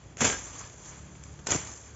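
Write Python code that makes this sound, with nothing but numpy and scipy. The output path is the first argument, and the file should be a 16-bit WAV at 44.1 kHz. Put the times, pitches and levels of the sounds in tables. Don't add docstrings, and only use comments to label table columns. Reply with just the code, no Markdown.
import sys
import numpy as np
from scipy import signal
from scipy.fft import rfft, irfft, next_fast_len
from scipy.io import wavfile
from scipy.ndimage import uniform_filter1d

SR = 44100
rng = np.random.default_rng(int(sys.argv[2]) if len(sys.argv) > 2 else 0)


def volts_from_db(level):
    exponent = np.asarray(level, float) / 20
    return 10 ** exponent


def transcribe(u):
    v = np.clip(np.atleast_2d(u).T, -1, 1)
    q = np.round(v * 32767).astype(np.int16)
    wavfile.write(sys.argv[1], SR, q)


N = 85995


def in_time(rows):
    s, *columns = np.transpose(rows)
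    return [np.interp(np.arange(N) / SR, s, column) for column in columns]


def rms_one(x):
    return x / np.sqrt(np.mean(x ** 2) + 1e-20)


def band(x, low_hz, high_hz, order=2):
    edges_hz = [low_hz, min(high_hz, .45 * SR)]
    return signal.sosfilt(signal.butter(order, edges_hz, "band", fs=SR, output="sos"), x)


def colour(x, points):
    size = next_fast_len(N + 4096)
    hz, db = np.transpose(points)
    bins_hz = np.arange(1, size // 2 + 2) * SR / size
    gain_db = np.interp(np.log(bins_hz), np.log(hz), db)
    return irfft(rfft(x, size) * volts_from_db(gain_db), size)[:N]


def drift(rate_hz):
    pole = np.exp(-2 * np.pi * rate_hz / SR)
    noise = rng.standard_normal(N + SR)
    return rms_one(signal.lfilter([1], [1, -2 * pole, pole * pole], noise)[SR:])


# frequency_hz, gain_db
LEAF_HISS = [(4000, -30.5), (5000, -16), (5700, -8.5), (6000, -0.5), (6900, 1.5), (7500, -0.5)]
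HISS_LOW_HZ = 6000


def leaf_grains(per_s, spread_db, spectrum, patchy_db):
    sizes_db = spread_db * np.minimum(rng.exponential(1, (2, N)), 5)
    sizes = volts_from_db(sizes_db) * rng.standard_normal((2, N))
    clicks = sizes * (rng.random((2, N)) < per_s / SR) + 1e-18
    clicks = clicks / np.sqrt(np.mean(clicks ** 2))
    hz, db = np.transpose(spectrum)
    edges = np.append(19.7 * 2 ** np.arange(0, 8.2, .5), HISS_LOW_HZ)
    body, shared = 0, drift(25)
    for k, (low, high) in enumerate(zip(edges, edges[1:])):
        level_db = np.interp(np.log(low * high) / 2, np.log(hz), db, left=db[0] + 6)
        swell_db = patchy_db * (shared + drift(36))
        body = body + volts_from_db(level_db + swell_db) * band(clicks[k % 2], low, high, order=5)
    hiss = colour(clicks[1, ::-1], [(2000, -60)] + LEAF_HISS)
    hiss = volts_from_db(db[-1] + patchy_db * (shared + drift(60))) * hiss
    scale = np.sqrt(np.mean(body ** 2))
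    return body / scale, hiss / scale


def foliage(level_db, bright_db, grains, top_db):
    body, hiss = grains
    return volts_from_db(level_db) * (volts_from_db(-bright_db) * body + volts_from_db(top_db + bright_db) * hiss)


# frequency_hz, level_db
AIR_COLOUR = [(30, -10.5), (59, -4), (93, -4.5), (175, -11), (443, -15.5), (1000, -24), (3000, -31.5),
              (5500, -39)]


def distant_air():
    grains = leaf_grains(40000, .1, AIR_COLOUR, patchy_db=0.64)
    return foliage(-51.5, 0, grains, top_db=10.7)


# time_s, firing_hz, level_db, upper_orders_db
ENGINE_RUN = [(0, 30.57, -58, 5), (.45, 28.58, -51.5, -10.5), (.62, 29.98, -55.5, 3.5),
              (.75, 33.8, -60.5, -1), (1.0, 35.09, -55, 5.5), (1.15, 35.43, -60.5, 9.5),
              (1.27, 36.58, -50.5, -1), (1.45, 37.55, -56.5, 4), (1.68, 37.46, -52.5, -4.5),
              (1.8, 34.96, -57, -15), (1.95, 37.63, -48.5, -30)]
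# multiple, level_db
ENGINE_ORDERS = [(2, 4.5), (3, -0.5), (4, 1), (5, -3.5), (6, -12), (9, -13.5)]


def engine():
    firing_hz, level_db, upper_db = in_time(ENGINE_RUN)
    phase = 2 * np.pi * np.cumsum(firing_hz * (1 + 0.016 * drift(6.2))) / SR
    drone = 0
    for multiple, order_db in ENGINE_ORDERS:
        wobble_db = 1.8 * drift(11.0)
        gain = volts_from_db(order_db + upper_db * (multiple > 3.5) + wobble_db)
        drone = drone + gain * np.sin(round(multiple) * phase + rng.uniform(0, 5.93))
    return volts_from_db(level_db) * drone


# time_s, level_db, brightness_db
SWAY = [(0, -58.5, 0.5), (.17, -73, -4), (.33, -38, 4.5), (.44, -43, 4.5), (.57, -44.5, 0.5),
        (.593, -40, 7.5), (.625, -46.5, -0.5), (.68, -48.5, 1), (.78, -52.5, 3.5), (.86, -47, 3),
        (.95, -48.5, 1), (1.1, -57, 1), (1.26, -55, 1), (1.45, -57, 1), (1.58, -45.5, -1),
        (1.7, -42.5, 2.5), (1.81, -50.5, 4), (1.95, -54.5, 0)]
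# frequency_hz, level_db
RUSTLE_COLOUR = [(150, -64), (350, -4.5), (1150, 2), (2000, -3), (3000, -6.5), (4200, -8), (5500, -15.5)]


def swaying_foliage():
    level_db, bright_db = in_time(SWAY)
    grains = leaf_grains(9000, 1.8, RUSTLE_COLOUR, patchy_db=1.0)
    return foliage(level_db - 3.5, bright_db, grains, top_db=14.5)


def decaying_tones(events):
    out, age = np.zeros(N + SR), np.arange(SR // 4) / SR
    for start_s, peak_db, pitch_hz, t60_s in events:
        i = int(start_s * SR)
        rise = 1 - np.exp(-age * 30 / t60_s)
        decay = volts_from_db(peak_db - 60 * age / t60_s)
        out[i:i + len(age)] -= decay * rise * np.sin(2 * np.pi * pitch_hz * age)
    return out[:N]


# start_s, peak_db, pitch_hz, length_cycles
THUMPS = [(0.2188, -13.5, 900, 4.2), (0.2261, -16, 439, 1.9), (0.212, -23, 220.4, 17.7),
          (0.241, -27, 286, 12), (0.258, -19, 130, 1.1), (1.4876, -18, 397, 1.6), (1.549, -8, 282, 0.57),
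          (1.5533, -11.5, 306, 1.22), (1.559, -15.5, 129.4, 1.55), (1.69, -41, 230, 7),
          (1.712, -39.5, 282, 5), (.42, -37, 237, 3.4)]


def stem_thumps():
    return decaying_tones([(s, db, hz, 2 * cycles / hz) for s, db, hz, cycles in THUMPS])


# start_s, peak_db, pitch_hz, t60_s
RINGS = [
    (.244, -16.5, 1330, 0.051),
    (.302, -30, 1580, 0.14),
    (.316, -41, 1770, 0.091),
    (.322, -29.5, 1616, 0.17),
    (.216, -23, 480, 0.082),
    (.218, -19, 2030, 0.031),
    (.606, -32, 1095, 0.039),
    (1.4695, -25, 4050, 0.011),
    (1.515, -24, 1238, 0.069),
]


def blade_and_cane_rings():
    steady, flutter_hz = .78, 260
    return decaying_tones(RINGS) * (steady + (1 - steady ** 2) ** .5 * drift(flutter_hz))


# start_s, peak_db
TICKS = [(.1706, -27.5), (.2187, -21), (.2513, -20.5), (.2565, -15), (.2795, -14), (.3865, -34),
         (.3905, -32), (.506, -32), (1.2378, -28), (1.4696, -23.5), (1.4705, -27), (1.4722, -21),
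         (1.5057, -18), (1.519, -19), (1.5212, -21), (1.5752, -30), (1.6722, -27)]
# frequency_hz, gain_db
TICK_COLOUR = [(300, -19), (900, 2), (2500, 2), (5000, -7), (6000, 6.5), (7500, 13)]


def twig_ticks():
    start_s, peak_db = np.transpose(TICKS)
    clicks = np.zeros(N)
    clicks[(start_s * SR).astype(int)] = volts_from_db(peak_db + 6) * (-1) ** np.arange(1, len(start_s) + 1)
    return colour(clicks, TICK_COLOUR)


# start_s, peak_db, brightness_db, t60_s
CRACKS = [(0.17, -21, 3, .012), (0.2057, -23, -3, .02), (.2082, -28, 2, .014), (0.2144, -18, 2, .018),
          (0.218, -14, -4, .012), (0.2445, -11.5, -1, .018), (0.2516, -15, 2.5, .01),
          (0.2514, -15, -3, .016), (0.2565, -20, 3, .01), (0.2767, -15, -3.5, .014),
          (0.2997, -23, -9, .016), (0.324, -23, -5.5, 0.029), (0.3857, -29, -2, .016),
          (0.5504, -35, -1, .012), (0.587, -33, 6, .02), (0.6112, -31.5, -0.5, .02), (0.6638, -39, 9, .012),
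          (0.6734, -29, 4, .014), (0.6975, -34, -2, .012), (0.8446, -42, 9, .012), (1.152, -48, -19, 0.046),
          (1.2354, -51, 5, 0.01), (1.39, -40.5, -1.5, 0.09), (1.4697, -8, 4, .008), (1.4714, -22, 6, .014),
          (1.473, -27, -3, .008), (1.4895, -30, -0.5, .008), (1.5058, -13, -1, 0.012),
          (1.507, -23, 10, .012), (1.5113, -26, 10.5, .014), (1.516, -29, 10, .012),
          (1.5174, -12.5, 12.5, .012), (1.5194, -13, 0.5, .008), (1.52, -21, -6, 0.0017),
          (1.5265, -16, 5, .014), (1.5312, -21, 0, .012), (1.5462, -26, 6, .016),
          (1.5495, -22.5, 10.5, .014), (1.5603, -17, -1, .012), (1.565, -30, 10.5, .014),
          (1.57, -28, 4, .016), (1.5743, -25.5, -6, .01), (1.6719, -23.5, 2, .02), (1.715, -27.5, 8, 0.02),
          (1.755, -28.5, 16, 0.016), (1.814, -39, 12, .014)]


def cracks():
    out, t = np.zeros(N), np.arange(N) / SR
    body, hiss = leaf_grains(30000, .1, TORN_COLOUR[2:], patchy_db=.1)
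    for start_s, peak_db, bright_db, t60_s in CRACKS:
        i = int(start_s * SR)
        age = t[:min(N - i, 6000)]
        here = slice(i, i + len(age))
        decay_db = -60 * age / max(t60_s, .004)
        rise = np.minimum(age / 0.00054, 1)
        snap = rise * foliage(decay_db, bright_db, (body[here], hiss[here]), top_db=12)
        out[here] += volts_from_db(peak_db + 5.5) * snap / np.abs(snap).max()
    return out


# time_s, level_db, brightness_db
STROKES = [
    [(.176, -56, -1), (.182, -41.5, -2), (.203, -38, 0), (.208, -24, 0.5), (.238, -26, -1.5),
     (.251, -20.5, 0.5), (.27, -26.5, -1.5), (.335, -34.5, -1), (.352, -41.5, -5)],
    [(1.459, -89, -8), (1.463, -41.5, 1.5), (1.488, -36, -2.5), (1.503, -32, -4), (1.517, -25.5, 5),
     (1.526, -31, -3.5), (1.55, -28.5, 0.5), (1.572, -38, -1), (1.59, -38.5, -1.5)],
]
# frequency_hz, level_db
TORN_COLOUR = [(60, -9.5), (120, -5), (300, -5), (1200, -9), (2000, -9.5), (3000, -11.5), (4200, -16.5),
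               (5500, -16.5)]


def tearing_strokes():
    level_db, bright_db, t = np.full(N, -120.), np.zeros(N), np.arange(N) / SR
    for rows in STROKES:
        first_s, last_s = rows[0][0], rows[-1][0]
        on = (t >= first_s) & (t < last_s + .3)
        stroke_db, stroke_bright_db = in_time(rows)
        release_db = 150 * np.maximum(t - last_s, 0)
        level_db[on] = (stroke_db - release_db)[on]
        bright_db[on] = stroke_bright_db[on]
    grains = leaf_grains(14000, 1.2, TORN_COLOUR, patchy_db=.6)
    tearing = foliage(level_db - 4, bright_db, grains, top_db=14)
    stalks = signal.sosfilt(signal.butter(2, 900, fs=SR, output="sos"), tearing)
    stalk_gain = volts_from_db(.16 * np.minimum(level_db + 35.5, 0))
    return tearing + (stalk_gain - 1) * stalks


def scene():
    thicket = swaying_foliage() + distant_air()
    blade = tearing_strokes() + cracks() + twig_ticks()
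    struck = stem_thumps() + blade_and_cane_rings()
    return np.tile(thicket + blade + struck + engine(), (2, 1))


# frequency_hz, gain_db
CAPSULE_COLOUR = [(2300, -0.5), (2900, -1), (3480, 1), (3620, -2.5), (4200, -1.5), (4800, -0.5)]


def capsule(x):
    low_cut = signal.butter(4, 46.5, "high", fs=SR, output="sos")
    return signal.sosfilt(low_cut, colour(x, CAPSULE_COLOUR))


# start_s, end_s, low_hz, high_hz
SPLIT = [(.02, .05, 6200, 7600), (.1, .15, 6200, 7600), (.28, .33, 6200, 7600), (.34, .39, 5000, 7600),
         (.44, .48, 6200, 7600), (.51, .58, 6200, 7600), (.62, .67, 5200, 7600), (.78, .82, 6200, 7600),
         (.87, .94, 6200, 7600), (.98, 1.04, 6200, 7600), (1.11, 1.18, 6200, 7600),
         (1.23, 1.26, 5200, 7600), (1.3, 1.33, 6200, 7600), (1.468, 1.51, 4300, 7600),
         (1.53, 1.67, 6100, 7600), (1.72, 1.76, 5600, 6900), (1.83, 1.88, 5400, 6900),
         (.24, .3, 4200, 5200), (.48, .55, 4600, 5700), (.81, .84, 4200, 5100), (1.27, 1.37, 4200, 5100),
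         (1.54, 1.6, 4600, 5700), (1.65, 1.71, 4600, 5700)]


def treble_split(mid):
    side, t, white = 0, np.arange(N) / SR, rng.standard_normal(N)
    for start_s, end_s, low_hz, high_hz in SPLIT:
        inside_s = np.minimum(t - start_s, end_s - t)
        gate = np.sin(np.pi / 2 * np.clip(inside_s / .02 + .5, 0, 1)) ** 2
        power = uniform_filter1d(band(mid, low_hz, high_hz, order=4) ** 2, size=400)
        noise = rms_one(band(white, low_hz, high_hz, order=10))
        side = side + volts_from_db(-6.5) * gate * np.sqrt(np.abs(power)) * noise
    return side


# start_s, end_s
LEAKS = [
    (.172, 0.18),
    (1.23, 1.244),
    (1.462, 1.482),
]


def onset_spill(mid):
    t, gate = np.arange(N) / SR, 0
    for start_s, end_s in LEAKS:
        gate = gate + np.clip(np.minimum(t - start_s, end_s - t) / .004, 0, 1)
    return volts_from_db(-14.5) * band(gate * mid, 7500, 7950, order=2) * np.array([[.9], [1.1]])


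def roll_off(x):
    return signal.sosfilt(signal.butter(12, 8600, fs=SR, output="sos"), x)


def record(dry):
    mid = capsule(dry[0])
    side = treble_split(mid)
    top_cut = signal.ellip(16, .5, 60, 7550, fs=SR, output="sos")
    stereo = signal.sosfilt(top_cut, np.array([mid + side, mid - side]))
    return roll_off(stereo + onset_spill(mid))


dry = scene()
out = record(dry)
transcribe(out)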